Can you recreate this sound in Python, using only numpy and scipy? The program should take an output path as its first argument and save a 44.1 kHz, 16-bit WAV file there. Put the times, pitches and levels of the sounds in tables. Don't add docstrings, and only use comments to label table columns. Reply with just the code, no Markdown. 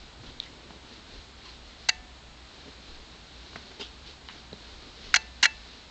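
import sys
import numpy as np
from scipy import signal
from scipy.fft import rfft, irfft
from scipy.io import wavfile

SR = 44100
rng = np.random.default_rng(int(sys.argv[2]) if len(sys.argv) > 2 else 0)


def decibels_to_gain(level_db):
    exponent = np.asarray(level_db, float) / 20
    return 10 ** exponent


def to_wav(s):
    ch = np.atleast_2d(s).T
    pcm = np.round(np.clip(ch, -1, 1) * 32767)
    wavfile.write(sys.argv[1], SR, pcm.astype(np.int16))


N = 260190


def rms_one(x):
    return x / np.sqrt(np.mean(x ** 2) + 1e-20)


def shaped(x, points):
    hz, db = np.transpose(points)
    bins = np.arange(N // 2 + 1) * SR / N + 1
    gain_db = np.interp(np.log(bins), np.log(hz), db, left=-90, right=-90)
    return rms_one(irfft(rfft(x) * decibels_to_gain(gain_db), N))


def resonate(x, hz, width_hz):
    r = np.exp(-np.pi * width_hz / SR)
    zeros = [(1 - r * r) / 2, 0, (r * r - 1) / 2]
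    poles = [1, -2 * r * np.cos(2 * np.pi * hz / SR), r * r]
    return signal.lfilter(zeros, poles, x)


def ring(x, hz, t60):
    r = decibels_to_gain(-60 / (t60 * SR))
    w = 2 * np.pi * hz / SR
    return signal.lfilter([0, np.sin(w)], [1, -2 * r * np.cos(w), r * r], x + 1e-18)


def add(out, s, x):
    i = round(s * SR)
    out[i:i + len(x)] += x[:N - i]


def grains(per_s, spread_db):
    sizes_db = spread_db * np.minimum(rng.exponential(1, N), 5)
    sizes = decibels_to_gain(sizes_db) * rng.choice([-1, 1], N)
    return sizes * (rng.random(N) < per_s / SR)


def swells(at_s, length_s, db, rest_db):
    t = np.arange(0, N + 64, 64) / SR
    power = decibels_to_gain(rest_db) ** 2
    for s, width, level_db in zip(at_s, length_s, db):
        power = power + decibels_to_gain(level_db) ** 2 * np.exp(-((t - s) / width) ** 2)
    return np.interp(np.arange(N) / SR, t, np.sqrt(power))


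def slips(table):
    out, click = np.zeros(N), np.eye(1, 800)[0]
    for s, peak_db, hz, width_hz in table:
        tick = click
        for _ in range(3):
            tick = resonate(tick, hz, width_hz)
        add(out, s, decibels_to_gain(peak_db) * tick / np.abs(tick).max())
    return out


# pitch_hz, level_db
HISS_SPECTRUM = [(12, -37.5), (20, -25), (60, -2.5), (85, -13), (125, -13), (170, -17), (230, -14),
                 (450, -24), (750, -18.5), (1900, -23.5), (4000, -22.5), (6000, -33.5), (8000, -25),
                 (11000, -43.5)]
# pitch_hz, level_db
SWAY_SPECTRUM = [(15, -1.5), (25, -2.5), (35, 4), (48, -5.5), (70, -36)]
# peak_s, level_db, length_s
HAND_PUSHES = [(0.0, -48.5, 0.043), (.28, -46.5, 0.022), (0.395, -54.5, 0.036), (.62, -65, .04),
               (.87, -60, .03), (1.172, -47.5, 0.034), (1.62, -55.5, .06), (2.01, -53, .045),
               (2.3, -58, .04), (2.957, -46, 0.045), (4.09, -62, 0.046), (4.36, -64, .04),
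               (4.768, -52, .035), (4.9, -58, .03), (5.098, -48.5, 0.032), (5.57, -59, 0.053)]


def background():
    hiss = decibels_to_gain(-49.5 - 1.77) * shaped(rng.standard_normal(N), HISS_SPECTRUM)

    hum_hz, hum_width_hz, hum_db = 59.65, 7.8, -56
    hum = resonate(rng.standard_normal(N), hum_hz, hum_width_hz)
    hum = resonate(hum, hum_hz, 3 * hum_width_hz)
    hum = hum / (np.abs(signal.hilbert(rms_one(hum))) + 0.8)

    s, db, length_s = np.transpose(HAND_PUSHES)
    sway = shaped(rng.standard_normal(N), SWAY_SPECTRUM)
    sway = rms_one(sway / (np.abs(signal.hilbert(sway)) + 0.36))
    return hiss + decibels_to_gain(hum_db) * rms_one(hum) + swells(s, length_s, db, rest_db=-68) * sway


def room(x):
    t60_s, level_db = 0.26, -30.5
    t = np.arange(SR // 3) / SR
    tail = rng.standard_normal(len(t)) * decibels_to_gain(-60 * t / t60_s)
    tail = tail * (t > 0.004)
    tail = signal.lfilter([0.45], [1, -0.55], tail)
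    tail = tail / np.sqrt(np.sum(tail ** 2))
    return decibels_to_gain(level_db) * signal.fftconvolve(x, tail)[:N]


# pitch_hz, level_db
RUSTLE_SPECTRUM = [(900, -18), (1500, -7), (2500, -7), (3300, -3.5), (4100, 1.5), (5000, -6.5), (6500, -16),
                   (8500, -33)]
# pitch_hz, level_db
SCUFF_SPECTRUM = [(80, -6.5), (130, -5.5), (250, -2.5), (450, -2.5), (900, -17.5), (1600, -14)]
# peak_s, length_s, rustle_db, scuff_db
WEIGHT_SHIFTS = [(0.0, 0.12, -56, -62), (0.272, 0.046, -52.5, -53), (0.558, 0.23, -58, -57.5),
                 (0.733, 0.033, -59, -57), (0.934, 0.052, -51.5, -56.5), (1.157, .08, -51.5, -56.5),
                 (1.486, 0.09, -53, -61.5), (1.7, 0.043, -54.5, -59.5), (1.86, 0.075, -52, -72),
                 (2.655, 0.16, -54, -59), (2.91, 0.073, -52, -57), (3.103, 0.083, -55.5, -60),
                 (3.505, 0.23, -53.5, -62), (3.72, 0.26, -55, -57), (4.092, 0.04, -50, -63),
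                 (4.35, 0.077, -51.5, -64), (4.7, 0.15, -52, -57.5), (4.866, 0.038, -55, -53),
                 (5.096, 0.13, -48, -55), (5.545, 0.19, -53, -68), (5.75, 0.085, -53.5, -61)]


def fur():
    s, length_s, rustle_db, scuff_db = np.transpose(WEIGHT_SHIFTS)
    rustle = shaped(grains(9000, spread_db=1.5), RUSTLE_SPECTRUM)
    scuff = shaped(grains(1500, spread_db=3.0), SCUFF_SPECTRUM)
    rustle = rustle * swells(s, length_s, rustle_db, rest_db=-59.5)
    return rustle + scuff * swells(s, length_s, scuff_db, rest_db=-62)


# start_s, length_s, level_db, pitch_hz, width_hz
ROPE_DRAGS = [(0.193, 0.16, -51.5, 109, 60), (0.262, .05, -50.5, 3300, 2000),
              (0.418, 0.077, -49, 2960, 2500), (0.451, 0.045, -52, 2000, 600), (1.135, 0.055, -52, 65, 40),
              (1.449, 0.077, -50, 2760, 2500), (1.453, 0.068, -53, 4100, 600),
              (1.454, 0.049, -54, 1030, 150), (2.656, 0.045, -48.5, 326, 350),
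              (3.568, 0.027, -52, 3500, 1800), (3.795, 0.022, -42, 3300, 2000),
              (3.799, 0.045, -49, 1300, 2000), (3.805, 0.032, -52, 5600, 3000),
              (3.808, 0.032, -37.5, 3100, 1000), (3.808, 0.024, -41.5, 4700, 900),
              (3.823, 0.063, -44.5, 3350, 1800), (4.06, 0.065, -48, 3600, 1700),
              (4.076, 0.045, -55, 420, 100), (4.288, 0.027, -49.5, 1500, 2000),
              (4.305, 0.068, -53, 2190, 3000), (5.402, 0.032, -53, 2940, 2310),
              (5.03, .1, -52.5, 2800, 2500)]


def drags():
    out, friction = np.zeros(N), grains(3000, spread_db=3.0)
    for s, length_s, db, hz, width_hz in ROPE_DRAGS:
        phase = np.arange(round(3.5 * length_s * SR)) / SR / length_s
        start = round(s * SR)
        scrape = resonate(friction[start:start + len(phase)], hz, width_hz)
        scrape = resonate(scrape, hz, 0.94 * width_hz)
        envelope = np.minimum(phase / 0.06, 1) * np.exp(-1.4 * phase ** 2)
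        add(out, s, decibels_to_gain(db) * rms_one(scrape) * envelope)
    return out


# start_s, peak_db, pitch_hz, width_hz
CLAW_TICKS = [(0.4005, -37.5, 2400, 800), (.4004, -34.5, 5600, 2000), (.4006, -16.5, 3740, 990),
              (.706, -37.5, 734, 800), (3.558, -29, 1400, 900), (3.5585, -33, 2050, 500),
              (3.559, -33, 600, 500), (3.7965, -34, 3000, 3000), (3.8125, -41, 4860, 940),
              (4.2865, -30, 3950, 1300), (4.287, -35, 3000, 600), (4.287, -36.5, 925.9, 746),
              (4.2875, -36, 1900, 700), (4.296, -39, 1030, 648.1), (4.529, -34, 400, 500),
              (4.5295, -32, 4000, 650)]


def ticks():
    return slips(CLAW_TICKS)


# start_s, peak_db, pitch_hz, t60_s, puff_db
FLOOR_THUMPS = [(0.234, -37.5, 273, 0.03, 0), (0.29, -42, 250, 0.046, -5), (0.704, -37.5, 193, 0.036, 0),
                (2.679, -35.5, 258, 0.03, 2), (3.529, -35.5, 320, 0.025, 2), (3.557, -30, 187, 0.035, 3),
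                (3.714, -40.5, 447, 0.019, 12), (3.796, -28.5, 400, 0.03, -5),
                (3.811, -33, 413, 0.049, 1.5), (4.348, -43, 316, 0.056, -2), (4.522, -35, 230, 0.03, -3),
                (4.528, -30, 190, 0.044, -9), (5.43, -30.5, 254, 0.031, -8)]


def thumps():
    out, t = np.zeros(N), np.arange(SR // 8) / SR
    for s, peak_db, hz, t60, puff_db in FLOOR_THUMPS:
        body = 1.48 * np.sin(2 * np.pi * hz * t)
        body += 0.5 * np.sin(2 * np.pi * 2.196 * hz * t)
        body += 0.73 * np.sin(2 * np.pi * 0.62 * hz * t)
        puff = resonate(rng.standard_normal(len(t)), 680, 1200) * decibels_to_gain(puff_db + 9.0)
        envelope = decibels_to_gain(-60 * t / t60) * (1 - np.exp(-t / 0.0044))
        add(out, s, decibels_to_gain(peak_db) * envelope * (body + puff))
    return out


SPRING_SET_OFF_S = [
    1.893,
    5.161,
    5.4555,
]
# pitch_hz, t60_s, first_snap_db, second_snap_db, third_snap_db
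SPRING_MODES = [(736, 0.8, -51, -54, -72), (880, 0.21, -45, -40, -40.5), (1685, 0.3, -64, -61, -45),
                (1770, 0.75, -50, -48.5, -49), (1825, 0.13, -34, -57, -64), (2008, 0.37, -52, -47, -49),
                (2250, 0.58, -53, -60, -60), (2660, 0.24, -39, -36, -30), (4172, .2, -58, -55, -58),
                (4420, .4, -58, -49, -63), (6300, .3, -56, -52, -55), (7203, .4, -68, -62, -59)]


def spring():
    out, at = np.zeros(N), [round(s * SR) for s in SPRING_SET_OFF_S]
    for hz, t60, *strength_db in SPRING_MODES:
        clicks = np.zeros(N)
        clicks[at] = decibels_to_gain(np.array(strength_db))
        out += ring(clicks, hz, t60)
    return out


# start_s, peak_db, pitch_hz, width_hz
SHELL_FLEXES = [
    (1.8895, -24, 736, 350),
    (1.8912, -23.5, 1340, 500),
    (1.8962, -33, 788, 300),
    (5.1409, -3.5, 1520, 597),
    (5.1424, -10.5, 2790, 800),
    (5.1438, -7.5, 2070, 700),
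    (5.4335, -19, 974, 406),
    (5.4545, -3, 1760, 1000),
    (5.4562, -6.5, 2040, 600),
]


def flexes():
    return slips(SHELL_FLEXES)


# pitch_hz, level_db,
# t60_s
SHELL_LOW_TO_MID = [(708, -17.5, 0.033), (865, -9.5, 0.021), (1070, -10.5, 0.011), (1410, -8.5, 0.026),
                    (1644, 0, 0.015), (2000, 0.5, 0.023), (2220, 0.5, 0.017),
                    (2300, -2.5, 0.019), (2714, 1, 0.015), (2852, 1.5, 0.016), (3300, 0.5, 0.007),
             (3600, 1.5, 0.0072)]
SHELL_UPPER = [(3900, 1, 0.0083), (4174, -2.5, 0.028), (4330, -4.5, 0.012), (4680, -7.5, 0.025),
               (5280, -6.5, 0.0064)]
SHELL_HIGH = [(5600, -8.5, 0.016), (5830, 2, 0.0042), (6570, -3.5, 0.0087), (7060, -7.5, 0.011),
              (8230, 1, 0.0023)]
# start_s, strength_db, brightness_db (highest modes over lowest), tongue_db (extra)
SNAP_CONTACTS = [(1.8872, -25, 7, 9), (1.8891, -17, 3.5, 6.5), (1.8917, -17, -4, -1),
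                 (1.8932, -15.5, 14.5, 0), (1.8964, -25, -9.5, 3), (1.9, -33, -10, 2),
                 (5.14, -26.5, 14, -6), (5.1411, -14, 0, 0), (5.1415, -14.5, 7, 2.5), (5.147, -21.5, 3, 4),
                 (5.1482, -15.5, 3, 1), (5.1522, -29, -16, 6), (5.158, -26, 2.5, 1),
                 (5.1595, -11.5, 7.5, -11), (5.1613, -13.5, 3, -1.5), (5.164, -15, 3, 0),
                 (5.167, -24, -5, 8), (5.4273, -16.5, 9, -3), (5.4292, -15.5, -5.5, 8),
                 (5.4326, -12, 5, -8), (5.434, -22, -1, -8), (5.4375, -12.5, 6, 4.5), (5.44, -17.5, -4, 1),
                 (5.4433, -14, 5, -5), (5.4454, -14.5, 2, -11), (5.449, -24, 2, 3), (5.4545, -19, 10, -3),
                 (5.4569, -12.5, 2, 1), (5.4605, -22, -3, 2.5), (5.464, -33, -6, 3)]


def snaps():
    rattle_s, bright_pivot_hz, mode_chance_db = 0.0022, 2900, 1.1
    out, t = np.zeros(N), np.arange(SR // 16) / SR
    for s, strength_db, bright_db, tongue_db in SNAP_CONTACTS:
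        tongue = [(hz, db + tongue_db, t60) for hz, db, t60 in SHELL_UPPER]
        modes = SHELL_LOW_TO_MID + tongue + SHELL_HIGH
        chance = rng.standard_normal((2, 600))
        hit = np.zeros(len(t))
        hit[:600] = 0.15 * chance[0] * np.exp(-t[:600] / rattle_s)
        hit[0] = 1
        contact = np.zeros(len(t))
        for k, (hz, db, t60) in enumerate(modes):
            tilt_db = bright_db / 2 * np.tanh(3.4 * np.log(hz / bright_pivot_hz))
            mode_db = strength_db + db + tilt_db + mode_chance_db * chance[1, k]
            contact += decibels_to_gain(mode_db) * (-1) ** k * ring(hit, hz, t60)
        add(out, s - 0.0004, contact)
    return 0.5 * signal.sosfilt(signal.butter(2, 480, "high", fs=SR, output="sos"), out)


def scene():
    close = snaps() + flexes() + spring()
    dog = thumps() + ticks() + drags()
    wet = room(close + decibels_to_gain(11) * dog)
    return (close + dog + wet + fur() + background())[None]


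def roll_off(x):
    return signal.sosfilt(signal.butter(12, 9300, fs=SR, output="sos"), x)


def record(dry):
    ceiling = 0.72
    rounded = ceiling * np.tanh(dry / ceiling)
    cut = signal.sosfilt(signal.cheby2(7, 52, 9694, fs=SR, output="sos"), rounded)
    cut = signal.sosfilt(signal.butter(10, 9800, fs=SR, output="sos"), cut)
    return roll_off(cut)


dry = scene()
out = record(dry)
to_wav(out)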